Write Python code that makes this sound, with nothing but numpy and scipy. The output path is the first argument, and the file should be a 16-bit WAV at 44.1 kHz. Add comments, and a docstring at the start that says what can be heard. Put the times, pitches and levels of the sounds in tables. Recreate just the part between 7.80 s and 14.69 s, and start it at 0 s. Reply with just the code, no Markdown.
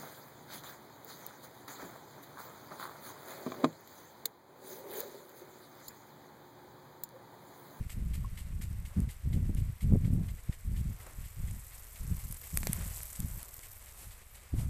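"""Gusts of wind rumble on the microphone while an impact sprinkler chops away over a crop field.
Its swing arm slaps into the jet about four times a second, each slap followed by a burst of spray,
over the smooth wash of the far sprinklers. A jet sweeps past, pattering on the leaves, and a few
big drops land very close with a thud and a sharp tick. Soft rustles and one faint plop sit underneath."""
import sys
import numpy as np
from scipy import signal
from scipy.fft import rfft, irfft, next_fast_len
from scipy.io import wavfile
from scipy.ndimage import uniform_filter1d

SR = 44100
rng = np.random.default_rng(int(sys.argv[2]) if len(sys.argv) > 2 else 0)


def master_out(mix):
    """Clip the mix to full scale and print it as 16-bit PCM to the path in sys.argv[1]."""
    frames = np.transpose(np.atleast_2d(mix))
    ceiling = np.clip(frames, -1, 1)
    pcm = np.round(ceiling * 32767).astype(np.int16)
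    wavfile.write(sys.argv[1], SR, pcm)


N = 303849
TIME = np.arange(N) / SR


def amp(db):
    """Decibels to gain."""
    return 10 ** (np.asarray(db) / 20)


def unit(x):
    """Scales to an rms of one."""
    return x / np.sqrt(np.mean(x ** 2) + 1e-20)


def add(mix, start_s, sound):
    """Lays a sound into the mix."""
    part = mix[round(start_s * SR):][:len(sound)]
    part += sound[:len(part)]


def colour(x, spectrum):
    """Equalises x with a curve of (Hz, dB) points on a log-frequency axis, to an rms of one."""
    size = next_fast_len(len(x), True)
    hz, db = np.transpose(spectrum)
    curve_db = np.interp(np.log(np.fft.rfftfreq(size, 1 / SR) + 1), np.log(hz + 1), db)
    return unit(irfft(rfft(x, size) * amp(curve_db), size)[:len(x)])


def noise(spectrum):
    """Coloured noise at an rms of one."""
    return colour(rng.standard_normal(N), spectrum)


def drift(hz):
    """A random wobble at an rms of one, up to about hz changes a second."""
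    size = next_fast_len(N, True)
    lowpass = np.exp(-(np.fft.rfftfreq(size, 1 / SR) / hz) ** 2)
    return unit(irfft(rfft(rng.standard_normal(size)) * lowpass, size)[:N])


def swell(peak_s, half_width_s):
    """A bell-shaped fade in and out."""
    return np.exp(-2 * np.minimum(((TIME - peak_s) / half_width_s) ** 2, 20))


def impacts(per_s, spread_db, size=N):
    """A random train of impulses: many small, a few large."""
    height = amp(spread_db * np.minimum(rng.exponential(1, size), 4))
    return unit(height * rng.choice([-1, 1], size) * (rng.random(size) < per_s / SR))


def passing_jet_gain():
    """The water from a sweeping jet grows louder until it is nearest, then dies away."""
    nearest_s, peak_db = 5.104, -44.5
    approach_db_per_s, retreat_db_per_s = 7.5, 11.2
    before, after = np.maximum(nearest_s - TIME, 0), np.maximum(TIME - nearest_s, 0)
    return amp(peak_db - approach_db_per_s * before - retreat_db_per_s * after)


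# The tone of the far sprinklers and the open field. Each row: frequency in Hz, relative level in dB.
FIELD_EQ = [(30, 16), (105, 5.5), (135, 7.5), (280, -3.5), (500, 3), (800, 1), (1150, 2.5), (1500, 0.5),
            (2100, 3.5), (2800, -3), (5500, -8), (7000, -9), (8000, -3.5), (9500, -7), (14000, -10)]


def field_wash():
    """Far spray merges into a wash, which swells as the jet passes and its core splashes on the soil."""
    far_spray = amp(-61)
    jet_core = amp(-52) * swell(peak_s=4.97, half_width_s=0.23)
    jet_spray = amp(-15) * passing_jet_gain()
    level = np.sqrt(far_spray ** 2 + jet_core ** 2 + jet_spray ** 2)
    return noise(FIELD_EQ) * level * amp(1.36 * drift(hz=24.9))


# The dull and the bright layer of a rustle. Each row: frequency in Hz, relative level in dB.
SCUFF_EQ = [(150, 2), (600, 3.5), (1200, 2.5), (2200, -7.5), (3500, -13.5), (8000, -20)]
HISS_EQ = [(1500, -5), (2200, -2), (5500, -2), (8200, 5.5), (11000, 5), (14000, 0)]
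# Soft rustles close by. Each row: peak time in seconds, half-width in seconds, scuff in dB, hiss in dB.
RUSTLE_CUES = [(1.154, 0.16, -62, -69), (3.264, 0.17, -59, -69), (3.271, 0.01, -52.5, -74),
               (5.604, 0.14, -60, -75), (6.22, 0.1, -62.5, -53), (6.805, 0.062, -56.5, -51)]


def rustles():
    """Brief soft rubbing: a dull scuff with a hiss on top."""
    scuff = sum(amp(db) * swell(peak_s, width) for peak_s, width, db, _ in RUSTLE_CUES)
    hiss = sum(amp(db) * swell(peak_s, width) for peak_s, width, _, db in RUSTLE_CUES)
    return scuff * noise(SCUFF_EQ) + hiss * noise(HISS_EQ)


# One faint hollow plop: start in seconds, pitch in Hz, relative level in dB, decay in seconds.
PLOP_CUE = (.443, 1080, -44.5, .005)


def plop():
    """A short ring, roughened by a fast wobble in pitch and level."""
    start_s, hz, db, decay_s = PLOP_CUE
    age = np.clip((TIME - start_s) / decay_s, 0, 40)
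    cycles = np.cumsum(hz * (1 + 0.04 * drift(hz=400))) / SR
    rough_gain = amp(db - 0.5 + 8.9 * drift(hz=121))
    return rough_gain * age * np.exp(1 - age) * np.sin(2 * np.pi * cycles)


# The rumble of wind at an eddy speed of one. Each row: frequency in Hz, relative level in dB.
RUMBLE_EQ = [(8, -15), (25, -1.5), (60, 1), (110, 0.5), (180, -7), (260, -22.5), (400, -33), (700, -46),
             (1500, -74), (4000, -100)]


def eddies(speed, size=N):
    """Turbulence of steady strength: vortices thump over a finer swirl; faster ones sound higher."""
    vortices = impacts(per_s=130 * speed, spread_db=4, size=size)
    swirl = amp(-7.5) * rng.standard_normal(size)
    rumble = colour(vortices + swirl, [(hz * speed, db) for hz, db in RUMBLE_EQ])
    local_power = uniform_filter1d(uniform_filter1d(rumble ** 2, size=2000), size=1500)
    return rumble / np.sqrt(abs(local_power) + 1e-9)


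# Gusts of wind. Each row: start in seconds, length in seconds, relative level in dB.
GUST_CUES = [(-.02, 0.072, -32.5), (0.141, 0.32, -32), (0.504, 0.032, -31), (0.573, 0.17, -38.5),
             (0.7, 0.372, -35.5), (1.152, 0.11, -28), (1.43, 0.46, -27.5), (2.017, 0.42, -26.5),
             (2.451, 0.095, -36), (2.841, .27, -30.5), (3.357, 0.1, -39), (3.56, 0.22, -35.5),
             (4.186, 0.2, -35.5), (4.422, .11, -36), (4.715, 0.38, -34), (5.09, 0.16, -46),
             (5.386, .19, -38.5), (6.238, 0.054, -44), (6.721, 0.28, -28)]


def wind_strength_db():
    """Gusts rise quickly, sag a little and die away, on top of a steadily slackening breeze."""
    breeze_db, slacken_db_per_s = -45, 1.47
    rise_s, sag_db, release_s = 0.025, 3, 0.028
    power = amp(breeze_db - slacken_db_per_s * TIME) ** 2
    for start_s, length_s, db in GUST_CUES:
        age = TIME - start_s
        attack = np.clip(age / rise_s, 0, 1)
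        held = amp(db - sag_db * np.clip(age / length_s, 0, 1))
        release = np.exp(-np.maximum(age - length_s, 0) / release_s)
        power += (attack * held * release) ** 2
    return 10 * np.log10(power)


# Sudden buffets of wind. Each row: peak time in seconds, level in dB, half-width in seconds,
# eddy speed as a factor on the rumble's pitch.
BUFFET_CUES = [(1.193, -26, 0.034, 1.38), (1.569, -31.5, .04, 1.48), (1.696, -31.5, 0.0079, 2),
               (2.129, -19, 0.031, 1.42), (2.154, -31.5, 0.02, 2.89), (2.34, -30.5, 0.11, 1.3),
               (2.699, -26, 0.013, 1.04), (3.642, -27, 0.016, 0.47), (4.315, -29.5, 0.04, 0.99),
               (4.898, -23, 0.0083, 1.1), (5.403, -24, 0.009, 1.07), (5.445, -35.5, .025, 1.4),
               (6.745, -29, 0.012, 1.53)]


def wind():
    """Wind on the microphone: the stronger the gust, the more of it is in fast, fluttering eddies."""
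    strength_db = wind_strength_db()
    fast_share = np.clip((strength_db + 52.5) / 27, 0, 1) ** 2.1
    fast = eddies(speed=1.022) * amp(1.9 * drift(hz=48.6))
    slow = eddies(speed=0.58)
    rumble = amp(strength_db - 1.04) * (np.sqrt(1 - fast_share) * slow + np.sqrt(fast_share) * fast)
    t = np.arange(-0.25, 0.25, 1 / SR)
    for peak_s, db, half_width_s, speed in BUFFET_CUES:
        bell = np.exp(-2 * (t / half_width_s) ** 2)
        add(rumble, peak_s + t[0], amp(db) * bell * eddies(speed, size=len(t)))
    return rumble


# The tone of water falling on the near leaves. Each row: frequency in Hz, relative level in dB.
LEAF_EQ = [(300, -14), (600, -10), (1100, -8.5), (1500, -12.5), (2000, -13.5), (2700, -14.5), (4500, -11.5),
           (6400, -6), (7200, -3), (7900, 2), (9100, -3), (11500, -1), (13000, 1.5), (13900, 3.5)]


def leaf_patter():
    """Drops tick on the leaves in clumps, at assorted pitches, and throw a brief fizz of splashes."""
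    tick_decay_s, splash_decay_s, drizzle_db = 0.0002, 0.0024, -63
    clumps = impacts(per_s=2400, spread_db=4) * amp(1.6 * drift(hz=109))
    big_strays = amp(-12) * impacts(per_s=44, spread_db=1.3)
    hits = clumps + big_strays
    splash_power = signal.lfilter([1], [1, -np.exp(-1 / (splash_decay_s * SR))], hits ** 2)
    fizz = unit(np.sqrt(splash_power) * rng.standard_normal(N))
    pitches_hz = np.linspace(1200, 13600, num=9)
    leaf = rng.integers(0, len(pitches_hz), N)
    t = np.arange(64) / SR
    rings = np.exp(-t / tick_decay_s) * np.cos(2 * np.pi * pitches_hz[:, None] * t)
    ticks = sum(signal.oaconvolve(hits * (leaf == k), ring)[:N] for k, ring in enumerate(rings))
    patter = colour(unit(ticks) + amp(-4) * fizz, LEAF_EQ)
    return np.hypot(passing_jet_gain(), amp(drizzle_db)) * patter


# The crack on each thud. Each row: frequency in Hz, relative level in dB, decay in seconds.
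CRACK_MODES = [(2260, -4.5, 0.00074), (4500, -4.5, .0003), (7600, 5, 0.00015)]
# The splash of a close drop. Each row: frequency in Hz, relative level in dB.
SPLASH_EQ = [(2500, -11), (5500, -10.5), (8000, -5), (10000, 2), (13500, 1)]
# Single close drops. Each row: start in seconds, relative tick level in dB, relative thud level in dB,
# tick pitch in Hz, thud pitch in Hz.
DROP_CUES = [(1.203, -26.5, -58, 10000, 471), (1.7483, -29, -66, 8360, 452), (2.3379, -31, -72, 9600, 468),
             (3.71, -25, -64, 9000, 918), (4.5115, -25, -74, 11500, 781), (4.5252, -20, -72, 10400, 549),
             (4.7731, -3.5, -37.5, 11900, 2180), (4.8319, -34, -40, 8600, 2170),
             (4.8707, -13, -33, 6070, 616), (4.9313, -5.5, -52, 9400, 452), (5.1741, -17, -74, 10500, 918),
             (5.2051, -47, -49, 7450, 2180), (5.232, -15.5, -72, 9800, 2100),
             (5.3607, -19, -74, 9500, 2080), (5.4026, -15, -70, 8400, 466), (5.6296, -20, -56, 11000, 1140),
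             (5.7418, -23, -74, 12300, 1890), (5.792, -27, -54.5, 8500, 692)]


def near_drops():
    """A big drop lands with a wet thud; its rim then breaks up with a sharp tick and a tiny splash."""
    breakup_s, tick_rise_s, splash_decay_s = 0.0005, 0.00009, 0.00086
    t = np.arange(700) / SR
    crack = sum(amp(db) * np.exp(-t / decay) * np.sin(2 * np.pi * hz * t)
                for hz, db, decay in CRACK_MODES)
    tick_shape = t / tick_rise_s * np.exp(1 - t / tick_rise_s)
    fizz = noise(SPLASH_EQ)
    drops = np.zeros(N)
    for start_s, tick_db, thud_db, tick_hz, thud_hz in DROP_CUES:
        thud = np.exp(-t * thud_hz / 0.37) * np.sin(2 * np.pi * thud_hz * t)  # dies in about a cycle
        tick = tick_shape * np.sin(2 * np.pi * tick_hz * t)
        splash = fizz[round(start_s * SR):][:len(t)] * np.exp(-t / splash_decay_s)
        add(drops, start_s, amp(thud_db) * (amp(12) * thud + amp(11) * crack))
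        add(drops, start_s + breakup_s, amp(tick_db) * (amp(-8) * tick + amp(-12) * splash))
    return drops


# The tone of the arm's slap and of its spray. Each row: frequency in Hz, relative level in dB.
SLAP_EQ = [(700, -15.5), (1100, -14), (1500, -13.5), (2150, 0), (2650, -13), (3000, -8), (3500, -10),
           (4500, -15), (5600, -18), (14000, -20.5)]
SPRAY_EQ = [(800, -8), (1500, -10.5), (2100, -1.5), (3000, -2.5), (3800, -6.5), (4800, -5), (5600, -11),
            (7000, -4), (8200, 1), (9700, -5.5), (12400, -1), (14000, -8.5)]
# The strokes soften as the head turns away.
# Each row: time in seconds, relative slap level in dB, relative spray level in dB.
STROKE_LEVELS = [(0.1, -56, -55.5), (1.3, -54.5, -58), (2.6, -56.5, -63), (3.7, -60, -59.5),
                 (4.4, -57, -61.5), (6.6, -61.5, -60.5)]


def sprinkler():
    """On a steady beat the arm slaps into the jet, which sputters into spray until the arm swings out."""
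    first_stroke_s, period_s, spread_db = 0.094, 0.2389, 1.5
    slap_rise_s, slap_decay_s = 0.0031, 0.0098
    spray_rise_s, spray_hold_s, spray_release_s = 0.0036, 0.031, 0.017
    age = np.arange(SR // 4) / SR
    slap_shape = (1 - np.exp(-age / slap_rise_s)) * np.exp(-age / slap_decay_s)
    spray_release = np.exp(-np.maximum(age - spray_hold_s, 0) / spray_release_s)
    spray_shape = (1 - np.exp(-age / spray_rise_s)) * spray_release
    times, slap_db, spray_db = np.transpose(STROKE_LEVELS)
    slap_gain, spray_gain = np.zeros((2, N))
    for start_s in np.arange(first_stroke_s, N / SR, period_s):
        luck_db = spread_db * rng.standard_normal(2)
        add(slap_gain, start_s, amp(np.interp(start_s, times, slap_db) + luck_db[0]) * slap_shape)
        add(spray_gain, start_s, amp(np.interp(start_s, times, spray_db) + luck_db[1]) * spray_shape)
    droplets = colour(impacts(per_s=8200, spread_db=4), SPRAY_EQ)
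    sputter = amp(2 * drift(hz=130))
    return amp(8.5) * slap_gain * noise(SLAP_EQ) + amp(3) * spray_gain * droplets * sputter


def scene():
    """Everything in the open air, in one channel."""
    return (field_wash() + sprinkler() + leaf_patter() + near_drops() + wind() + rustles() + plop())[None]


def record(dry):
    """A steep low-pass trims the top end."""
    lowpass = signal.firwin(801, cutoff=14020, window=("kaiser", 7), fs=SR)
    return signal.oaconvolve(dry, lowpass[None], "same")


dry = scene()
out = record(dry)
master_out(out)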